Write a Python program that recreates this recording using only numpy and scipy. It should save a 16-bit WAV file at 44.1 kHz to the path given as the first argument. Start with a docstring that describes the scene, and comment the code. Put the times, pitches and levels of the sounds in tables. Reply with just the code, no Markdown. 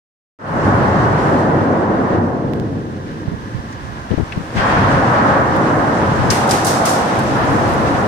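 """Under a steel road bridge

Overhead, vehicles roll across in two waves with a lull between; the deck booms and roars and its joint rattles.
A car passes about 7 m away on the gritty road below and clanks over a loose steel plate, front axle then rear,
and the underpass rings. In the lull a far road is heard off to the right, wind puffs at the two microphone
ports, something taps the housing and a few small things tick close by."""
import sys
import numpy as np
from scipy import signal
from scipy.fft import rfft, irfft, next_fast_len
from scipy.io import wavfile
from scipy.ndimage import uniform_filter1d, minimum_filter1d

SR = 44100
rng = np.random.default_rng(int(sys.argv[2]) if len(sys.argv) > 2 else 0)


def wav_record(signal):
    """Record a signal, one row per channel, as 16-bit PCM in the file named by sys.argv[1]."""
    frames = np.transpose(np.atleast_2d(signal))
    bounded = np.clip(frames, -1, 1)
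    # unit amplitude maps onto the largest positive 16-bit level
    quanta = np.round(bounded * 32767).astype(np.int16)
    wavfile.write(sys.argv[1], SR, quanta)


N = 355887
TIME = np.arange(N) / SR
FFT_SIZE = next_fast_len(N, real=True)
FREQ = np.maximum(np.arange(FFT_SIZE // 2 + 1) * SR / FFT_SIZE, 1)

# The deck's spectrum, heard from underneath: frequency_hz, relative_db
DECK_SPECTRUM = [(16, -57), (28, -20), (40, -14.5), (60, -14.5), (81, -11.5), (102, -2.5), (134, -0.5),
                 (183, 0), (316, -4.5), (408, -3), (558, -1), (1060, -1.5), (1270, -2.5), (1740, -9),
                 (2420, -28), (3000, -30.5), (3900, -69), (6600, -120)]
# Girder resonances and the hollows between them: frequency_hz, width_hz, lift_db
GIRDER_RESONANCES = [(43.7, 15, 2), (95.2, 5.8, 8.5), (130.7, 13, 2.5), (154.3, 7, 2.5), (179, 12.5, -3.5),
                     (226, 10, 2), (279.2, 16.4, 5), (318, 33, 6.5), (380, 11, 2), (493, 260, -1.5),
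                     (548, 9.3, 4.5), (1083, 20, 3.5), (2000, 690, 1.5)]
# Sound from the open end of the underpass reaches the left port first: frequency_hz, lead_rad
LEFT_PORT_LEAD = [(100, 0), (300, .12), (600, .3), (900, .35), (1200, 0)]
# Bands of girder boom, plate roar and tyre howl: low_hz, high_hz
DECK_BANDS = [(40, 180), (180, 600), (700, 2000)]

def deck(boom_db, roar_db, howl_db):
    """Rolling tyres shake the deck plates and the girders above the microphone."""
    lift_db = sum(db / (1 + (2 * (FREQ - hz) / width) ** 2) for hz, width, db in GIRDER_RESONANCES)
    steel = colour(DECK_SPECTRUM) * from_db(lift_db) * crowded_modes(spacing_hz=11, depth_db=1.16)
    lead = np.exp(1j * at_hz(LEFT_PORT_LEAD, FREQ) * np.array([[1], [0]]))
    pan_db = at_hz([(100, 0.5), (400, 0.5), (1100, -0.47), (2500, -2.0)], FREQ)
    heard = diffuse() * steel * lead * from_db([pan_db / 2, -pan_db / 2])
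    jolts = from_db(.5 * drift(per_s=28))   # uneven plates jolt all bands at once
    levels_db = [boom_db, roar_db, howl_db]
    return jolts * follow_levels(heard, DECK_BANDS, levels_db, flutter_db=0.02, flutter_per_s=28)


# Traffic overhead: arrival_s, overhead_s, boom_db, roar_db, howl_db, hiss_db, spray_db
DECK_TRAFFIC = [(0.10, 1.09, -20, -19, -20, -41, -57.5), (1.14, 0.27, -40, -35, -39, -46, -60.5),
                (1.161, 0.98, -32, -15.5, -24.5, -47, -66), (4.532, 0.82, -20.5, -20.5, -18, -38.5, -58),
                (5.05, 0.42, -40, -22.5, -21.5, -58, -79), (5.48, 1.73, -27.5, -20, -21.5, -63.5, -83),
                (7.28, 1.24, -23, -19.5, -22, -51, -72)]
# The next four each list: boom, roar, howl, hiss, spray
ABUTMENT_LOSS_DB = [15, 11.5, 20.2, 18, 6.1]   # the abutment screens a vehicle until it is on the deck
ENTRY_RISE_S = [0.033, 0.21, 0.091, 0.033, 0.04]   # time to come clear of the abutment
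ROLL_AWAY_DB_PER_S = [1.5, 0.2, 1.64, 5.2, 5.2]   # fall while still overhead
OFF_DECK_DB_PER_S = [4.7, 11.7, 35.5, 79, 120]   # the low steel rings on longest

def crossing_levels():
    """Boom, roar, howl, hiss and spray in dB: each vehicle nears, bursts onto the deck and rolls away."""
    stages = [ENTRY_RISE_S, ABUTMENT_LOSS_DB, ROLL_AWAY_DB_PER_S, OFF_DECK_DB_PER_S]
    rise_s, screened_db, sag, release = np.array(stages)[:, :, None]
    approach_db_per_s = 19.5
    steps, levels = TIME[::64], []
    for arrival_s, overhead_s, *full_db in DECK_TRAFFIC:
        age = steps - arrival_s
        nearing = approach_db_per_s * np.maximum(-age, 0) + screened_db * np.clip(1 - age / rise_s, 0, 1)
        leaving = sag * np.clip(age, 0, overhead_s) + release * np.maximum(age - overhead_s, 0)
        levels.append(np.array(full_db)[:, None] - nearing - leaving)
    return [np.interp(TIME, steps, level) for level in power_sum_db(*levels)]


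# Heavy axles overhead: start_s, length_s, boom_db, roar_db
AXLE_LOADS = [(0.447, 0.78, -19, -23.5), (1.19, 0.24, -30, -23), (2.056, 0.22, -21, -46),
              (2.397, 0.49, -25.5, -32), (4.54, 0.16, -18, -28), (4.702, 0.38, -15, -40),
              (5.17, 0.14, -32, -40.5), (5.52, 0.29, -31, -24), (5.935, 0.4, -22, -33),
              (6.465, 0.14, -19, -36.5), (7.11, 0.22, -20, -38), (7.5, 0.12, -32, -35)]

def heave_levels(edge_s=0.086):
    """Extra boom and roar in dB while heavy axles make the girders heave."""
    swells = 0
    for start_s, length_s, *levels_db in AXLE_LOADS:
        inside_s = np.minimum(TIME - start_s, start_s + length_s - TIME)
        swells = swells + from_db(levels_db)[:, None] * np.clip(inside_s / edge_s, 0, 1)
    return 20 * np.log10(swells + 1e-9)


# Axles reach the deck's expansion joint, up and a little left: start_s, level_db
JOINT_AXLES = [(4.567, -30), (4.68, -31)]
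# The joint's modes: pitch_hz, relative_db, t60_s
JOINT_MODES = [(1570, 2, .9), (1850, -2, .8), (1995, 0, .7), (2690, -6, .5), (3080, -7, .6),
               (3297, -4, 1.2), (3520, -11, .5), (3726, -14, .6), (4264, -12, .8), (4515, -10, .6),
               (4790, -15, .6), (5355, -13, .7)]

def expansion_joint(rattle_db=1.5, rattle_t60_s=1.6, rattle_hz=(1550, 2560), slap_db=6):
    """Soft tyres slap the joint and push it into ringing; its many small parts chatter on."""
    out, age = np.zeros((2, N)), TIME[:SR]
    for start_s, level_db in JOINT_AXLES:
        chatter = unit_rms(butter(rng.standard_normal((2, SR)), rattle_hz, "band"))
        rattle = chatter * from_db(rattle_db - 60 * age / rattle_t60_s)
        ringing = rattle + struck_steel(JOINT_MODES, scatter_db=1.5)
        add(out, start_s, from_db(level_db) * pan(2.9) * ringing * (1 - np.exp(-age / 0.012)))
        add(out, start_s, from_db(level_db + slap_db) * crack(hz=1300, t60_s=0.39, spread=1.53))
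    return out


# Wheels on the loose plate in the road below:
# start_s, crack_db, crack_hz, spread_ratio, pan_db, clang_db, ring_db, ring_low_cut_hz
PLATE_HITS = [(6.303, -14, 5400, 1.24, 2.5, -12, -17.5, 1930), (6.475, -34, 8200, 1.3, -2, -45, -46, 4500),
              (6.490, -31, 4800, 1.3, 2, -38, -21.5, 2800), (6.510, -17.5, 5500, 1.65, 1, -16, -19, 1970),
              (6.646, -22, 7940, 1.3, -5, -30, -18, 4530), (6.666, -30, 10500, 1.4, -8, -40, -16, 3680),
              (6.853, -27, 8500, 1.7, 1, -27, -16.5, 3700), (6.890, -28, 7500, 1.3, -8, -34, -22, 3440)]
# The plate's clang, choked as the tyre presses it down: pitch_hz, relative_db, t60_s
CLANG_MODES = [(4080, -6, .03), (4880, -1, .025), (5520, 0, .03), (6350, -3, .035), (7700, -9, .04),
               (8950, -11, .04)]
# The plate's longer ring: pitch_hz, relative_db, t60_s
PLATE_MODES = [(3010, -4, .42), (4264, -1, .45), (5033, -3, .5), (5351, -2, .45), (5550, 0, .5),
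               (5812, -1, .5), (6002, 0, .45), (6354, -1, .5), (6755, -3, .45), (7241, -4, .3),
               (8210, -5, .4), (8578, -5, .4), (9320, -2, .45), (9687, -6, .45), (11190, -10, .3),
               (12440, -11, .2)]
# The wash between the underpass walls: frequency_hz, relative_db
WASH_SPECTRUM = [(1500, 7.5), (3000, -5), (4300, -6), (6000, -5.5), (7000, -8), (9200, -7.5),
                 (10500, -12.5), (13000, -14.5), (15500, -26)]
# How long that wash lasts: frequency_hz, t60_s
WASH_DECAY = [(2000, 0.58), (5000, 0.81), (9000, 0.56), (14000, 0.37)]

def plate_clanks(modes_db=-21.5):
    """Each wheel slaps the plate: a crack, a short clang, ringing modes and a wash off the walls."""
    wash = diffuse() * colour(WASH_SPECTRUM) * crowded_modes(spacing_hz=30, depth_db=1.7)
    bands = list(octaves(wash / np.std(to_time(wash)), WASH_DECAY[0][0], WASH_DECAY[-1][0]))
    out, age = np.zeros((2, N)), TIME[:SR]
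    for k, hit in enumerate(PLATE_HITS):
        start_s, crack_db, crack_hz, spread, pan_db, clang_db, ring_db, low_cut_hz = hit
        stretch = slice(k * SR // 2, k * SR // 2 + SR)
        tail = sum(band[:, stretch] * from_db(-60 * age / at_hz(WASH_DECAY, hz)) for hz, band in bands)
        modes = from_db(modes_db) * struck_steel(PLATE_MODES, scatter_db=2.5)
        ring = (tail + modes) * (1 - np.exp(-age / 0.0013))   # reflections build up
        add(out, start_s, from_db(ring_db) * butter(ring, low_cut_hz, "high", order=3))
        add(out, start_s, from_db(clang_db) * pan(pan_db) * struck_steel(CLANG_MODES, scatter_db=1.5))
        add(out, start_s, from_db(crack_db) * pan(pan_db) * crack(crack_hz, t60_s=.035, spread=spread))
    return out


# The tread note of the car below, a little to the right: time_s, level_db, pitch_hz
TREAD_NOTE = [(5.599, -67, 868.6), (6.28, -34, 869.5), (6.44, -18.5, 843.6), (6.6, -23.5, 784.5),
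              (6.95, -18, 735), (7.251, -29, 720), (8.05, -26.5, 710.2)]

def tyre_sing(width_hz=204, rasp_db=-6, rasp_hz=(940, 1450)):
    """The tread pumps air in one resonance that sinks as the car goes by, with a rasp above it."""
    level_db, pitch_hz = in_time(TREAD_NOTE)
    air, centre_hz = diffuse(), np.mean(np.array(TREAD_NOTE)[:, 2])
    tread = air / np.hypot(1, (2 * (FREQ - centre_hz) / width_hz) ** 2)
    glide_rad = 2 * np.pi * np.cumsum(pitch_hz - centre_hz) / SR
    note = unit_rms(to_time(tread) * np.cos(glide_rad) + to_time(1j * tread) * np.sin(glide_rad))
    rasp = from_db(rasp_db) * unit_rms(butter(to_time(air), rasp_hz, "band", order=3))
    return from_db(level_db) * (TIME > TREAD_NOTE[0][0]) * pan(-1.8) * (note + rasp)


def car_nearness_db(lag_s, pass_s=6.98, speed_m_per_s=4.83, distance_m=6.94, fall_db_per_decade=33.5):
    """Level of the car below, relative to its closest point to the microphone."""
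    along_m = speed_m_per_s * (TIME - pass_s - lag_s)
    return -fall_db_per_decade * np.log10(np.hypot(1, along_m / distance_m))


# Tyre hiss as it fills the underpass: frequency_hz, relative_db
HISS_SPECTRUM = [(1290, 4), (2200, -1), (3390, -7.5), (6020, -13.5), (7320, -20), (8560, -21),
                 (10400, -30.5), (14300, -39.5), (15600, -56)]
# Bands of tread hiss and spray: low_hz, high_hz
HISS_BANDS = [(2800, 7000), (9000, 15000)]

def tyre_hiss(deck_hiss_db, deck_spray_db, car_hiss_db=-39, car_spray_db=-53.5):
    """Tread noise and trailing spray from the deck and the car below, scattered by the steel walls."""
    heard = diffuse() * colour(HISS_SPECTRUM) * crowded_modes(spacing_hz=24.7, depth_db=0.8)
    hiss_db = power_sum_db(deck_hiss_db, car_hiss_db + car_nearness_db(lag_s=0))
    spray_db = power_sum_db(deck_spray_db, car_spray_db + car_nearness_db(lag_s=0.35))
    hiss = follow_levels(heard, HISS_BANDS, [hiss_db, spray_db], flutter_db=1.5, flutter_per_s=25)
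    return pan(1.0) * hiss


def grit(peak_snaps_per_s=160, gain_db=-39, size_spread_db=4, band_hz=(6500, 13000)):
    """Tiny stones snap in the tread, most often just after the car passes; the walls scatter them."""
    nearness = from_db(car_nearness_db(lag_s=0.56))
    snapped = rng.random(N) < peak_snaps_per_s * nearness ** 2 / SR
    sizes = from_db(size_spread_db * np.minimum(rng.exponential(1, N), 4))
    scatter = rng.standard_normal((2, SR // 100)) * from_db(-60 * TIME[:SR // 100] / 0.009)
    snaps = signal.fftconvolve([snapped * sizes * nearness], scatter / np.std(scatter) / 10, axes=1)
    return from_db(gain_db) * butter(snaps[:, :N], band_hz, "band")


# Wind right on the microphone: start_s, length_s, level_db, top_hz, port (0 left, 1 right)
WIND_PUFFS = [(3.276, 0.014, -12.5, 340, 1), (3.312, 0.045, -20, 358, 1), (3.545, 0.028, -17, 175, 1),
              (3.571, 0.045, -24, 251, 1), (3.781, 0.22, -32, 260, 1), (4.102, 0.051, -12, 517, 0),
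              (4.173, 0.02, -12.5, 740, 0), (4.195, 0.021, -11.5, 860, 0), (4.212, 0.029, -14.5, 200, 0),
              (4.363, 0.021, -15, 328, 0), (4.373, 0.017, -18, 396, 1), (4.391, 0.035, -23, 325, 0),
              (4.552, 0.052, -14.5, 220, 0), (5.243, 0.4, -27, 157, 0), (6.169, 0.17, -17.5, 149, 0),
              (7.15, 1, -25, 162, 0)]

def wind(eddy_hz=(55, 173)):
    """An eddy hits one port with a lumpy thud or a longer flutter; big slow eddies push hardest."""
    out = np.zeros((2, N))
    for start_s, length_s, level_db, top_hz, port in WIND_PUFFS:
        span = round(length_s * SR)
        swirl = butter(rng.standard_normal(SR // 4 + span), eddy_hz, "band", order=1)
        eddy = butter(butter(swirl, top_hz, "low"), 61, "high")[-span:]
        puff = unit_rms(eddy * signal.windows.tukey(span, .4))
        add(out[round(port)], start_s, from_db(level_db) * puff)
    return out


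# Taps on the microphone housing: start_s, body_gain_db, body_top_hz, edge_gain_db
HOUSING_TAPS = [(2.5355, 5.5, 2500, -15), (2.5991, -2, 4500, -17), (4.385, -12, 4000, -22)]

def taps(body_low_hz=400, edge_hz=9000):
    """Something touches the housing at the right port: one pulse with a dull body and a hard edge."""
    out, pulse = np.zeros((2, N)), signal.unit_impulse(SR // 50)
    for start_s, body_db, top_hz, edge_db in HOUSING_TAPS:
        body = butter(butter(pulse, top_hz, "low"), body_low_hz, "high")
        edge = butter(pulse, edge_hz, "high")
        add(out[1], start_s, from_db(body_db) * body + from_db(edge_db) * edge)
    return out


# Ticks near the microphone: start_s, level_db, pitch_hz, t60_s, pan_db, spread_ratio
NEAR_TICKS = [(3.726, -45, 5400, .01, 10, 1.25), (4.111, -33, 2300, .03, 2, 1.4),
              (4.322, -23.5, 2100, .018, 2, 1.35), (5.562, -41, 7500, .008, 0, 1.7),
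              (7.188, -33, 6500, .04, -3, 1.6), (7.690, -41, 8500, .04, 0, 1.4),
              (7.735, -41, 8000, .06, 2, 1.4)]

def ticks():
    """Small dry ticks close by."""
    out = np.zeros((2, N))
    for start_s, level_db, hz, t60_s, pan_db, spread in NEAR_TICKS:
        add(out, start_s, from_db(level_db) * pan(pan_db) * crack(hz, t60_s, spread))
    return out


# A road far off to the right: frequency_hz, relative_db
FAR_ROAD_SPECTRUM = [(40, 0), (100, 5), (250, -20), (420, -19), (750, -8), (1050, -1), (1300, -10),
                     (1650, -5), (1950, -12.5), (2400, -35), (2900, -21), (6000, -26), (7500, -43),
                     (15000, -50)]
# Its swell in the lull: time_s, level_db
FAR_ROAD_LEVEL = [(2.5, -37.5), (3.3, -34), (4.0, -31.5), (4.5, -35)]

def far_road(right_lag_s=0.00045):
    """Steady traffic reaches the right port a little late; its treble comes only by reflection."""
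    lag = np.exp(-2j * np.pi * FREQ * right_lag_s * np.array([[0], [1]]))
    direct = rfft(rng.standard_normal(FFT_SIZE)) * lag / np.hypot(1, (FREQ / 3500) ** 2)
    pan_db = at_hz([(300, -8.5), (1500, -2.0), (4000, -2.5), (8000, 24.0)], FREQ)
    heard = (direct + 0.48 * diffuse()) * colour(FAR_ROAD_SPECTRUM) * from_db([pan_db / 2, -pan_db / 2])
    return from_db(in_time(FAR_ROAD_LEVEL)[0]) * unit_rms(to_time(heard))


# How alike the two ports hear sound from all sides: frequency_hz, correlation
PORT_CORRELATION = [(30, -0.03), (100, 0.95), (300, 0.88), (600, 0.7), (900, 0.18), (1300, -0.44),
                    (1850, 0.22), (2700, 0.0054), (3500, 0.048), (4500, -0.058), (15000, 0.035)]

def diffuse():
    """Spectrum of noise from all sides, as two spaced ports pick it up."""
    mid, side = rfft(rng.standard_normal((2, FFT_SIZE)))
    alike = np.clip(at_hz(PORT_CORRELATION, FREQ), -1, 1)
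    return np.sqrt(1 + alike) * mid + np.sqrt(1 - alike) * side * [[1], [-1]]


def crack(hz, t60_s, spread, contact_s=.004, echo_s=.0075, echo_db=-9):
    """A contact: a brief crunch in a broad, damped resonance, then its echo off the ground."""
    age = TIME[:SR // 8]
    bursts = butter(rng.standard_normal((2, 2, len(age))), [hz / spread, hz * spread], "band")
    direct, echo = unit_rms(bursts) * from_db(-60 * np.maximum(age - contact_s, 0) / t60_s)
    add(direct, echo_s, from_db(echo_db) * echo)
    return direct


def struck_steel(modes, scatter_db):
    """One second of ringing steel; every blow reaches each mode and port with its own strength."""
    hz, mode_db, t60_s = np.transpose(modes)[:, :, None]
    age = TIME[:SR]
    strength = from_db(mode_db + scatter_db * rng.standard_normal((2, len(hz), 1)))
    turns = hz * age + rng.random(strength.shape)
    return np.sum(strength * np.sin(2 * np.pi * turns) * from_db(-60 * age / t60_s), axis=1)


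def crowded_modes(spacing_hz, depth_db):
    """The countless small resonances of steelwork ripple its response."""
    ripple = rng.standard_normal(4096)
    return from_db(depth_db * np.interp(FREQ / spacing_hz, np.arange(len(ripple)), ripple))


def follow_levels(spectrum, zones, levels_db, flutter_db, flutter_per_s):
    """Each frequency zone of a noise follows its level curve; the frequencies between them blend."""
    power = np.abs(spectrum[0] + spectrum[1]) ** 2 / (2 * FFT_SIZE ** 2)
    own_db = [10 * np.log10(power[(FREQ > low) & (FREQ < high)].sum()) for low, high in zones]
    lifts_db = np.array(levels_db) - np.array(own_db)[:, None]
    centres, out = np.sqrt(np.prod(zones, axis=1)), 0
    for hz, band in octaves(spectrum, centres[0], centres[-1]):
        shares = [np.interp(np.log(hz), np.log(centres), row) for row in np.eye(len(zones))]
        out = out + band * from_db(shares @ lifts_db + flutter_db * drift(flutter_per_s))
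    return out


def octaves(spectrum, low_hz, high_hz):
    """Split into overlapping bands about an octave wide that sum to the whole."""
    centres = np.geomspace(low_hz, high_hz, 2 + int(np.log2(high_hz / low_hz)))
    for hz, share in zip(centres, np.eye(len(centres))):
        yield hz, to_time(spectrum * np.interp(np.log(FREQ), np.log(centres), share))


def colour(points):
    """Gain per frequency, falling 40 dB an octave beyond the table's ends."""
    octaves_above = np.maximum(np.log2(FREQ / points[-1][0]), 0)
    octaves_below = np.maximum(np.log2(points[0][0] / FREQ), 0)
    return from_db(at_hz(points, FREQ) - 40 * (octaves_above + octaves_below))


def drift(per_s):
    """A random curve that turns per_s times a second."""
    knots = rng.standard_normal(1024)
    return np.interp(TIME * per_s, np.arange(len(knots)), knots)


def at_hz(points, hz):
    """Read (frequency_hz, value) rows on a log-frequency axis."""
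    frequencies, values = np.transpose(points)
    return np.interp(np.log(hz), np.log(frequencies), values)


def in_time(rows):
    """One curve for each column after time_s, sample by sample."""
    time_s, *columns = np.transpose(rows)
    return [np.interp(TIME, time_s, column) for column in columns]


def butter(x, hz, kind, order=2):
    """Causal Butterworth filter."""
    sections = signal.butter(order, np.clip(hz, 10, .45 * SR), kind, fs=SR, output="sos")
    return signal.sosfilt(sections, x)


def to_time(spectrum):
    """Spectrum to waveform."""
    return irfft(spectrum.astype(np.complex64), FFT_SIZE)[..., :N]


def from_db(db):
    """Decibels to gain."""
    return np.exp(np.asarray(db) * (np.log(10) / 20))


def power_sum_db(*levels_db):
    """Level of unrelated sounds heard at once."""
    return 10 * np.log10(sum(from_db(db) ** 2 for db in levels_db) + 1e-12)


def unit_rms(x):
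    """Scale to unit rms."""
    return x / np.sqrt(np.mean(x ** 2) + 1e-20)


def pan(db):
    """Channel gains for a left-minus-right difference."""
    return from_db([[db / 2], [-db / 2]])


def add(out, start_s, piece):
    """Mix a short sound in at a time."""
    room = out[..., round(start_s * SR):][..., :piece.shape[-1]]
    room += piece[..., :room.shape[-1]]


def scene():
    """Bridge, roads and wind, heard from under the deck."""
    boom_db, roar_db, howl_db, hiss_db, spray_db = crossing_levels()
    heave_boom_db, heave_roar_db = heave_levels()
    bridge = deck(power_sum_db(boom_db, heave_boom_db), power_sum_db(roar_db, heave_roar_db), howl_db)
    traffic = bridge + expansion_joint() + tyre_hiss(hiss_db, spray_db) + tyre_sing() + plate_clanks()
    return traffic + far_road() + ticks() + taps() + wind() + grit()


def record(dry):
    """The input fades in, a limiter ducks both channels on the highest peaks, the top is cut."""
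    open_s, fade_s, stopband_hz = 0.388, 0.29, 16400
    limit_db, release_db_per_s = -.5, 200
    opened = dry * np.interp(TIME, [open_s, open_s + fade_s], [0.045, 1], left=0)
    over_db = np.maximum(20 * np.log10(np.abs(opened).max(axis=0) + 1e-9) - limit_db, 0)
    held_db = np.maximum.accumulate(over_db + release_db_per_s * TIME) - release_db_per_s * TIME
    gain_db = uniform_filter1d(minimum_filter1d(-held_db, size=64), size=64)
    top_cut = signal.cheby2(16, 70, stopband_hz, fs=SR, output="sos")
    return signal.sosfilt(top_cut, opened * from_db(gain_db))


dry = scene()
out = record(dry)
wav_record(out)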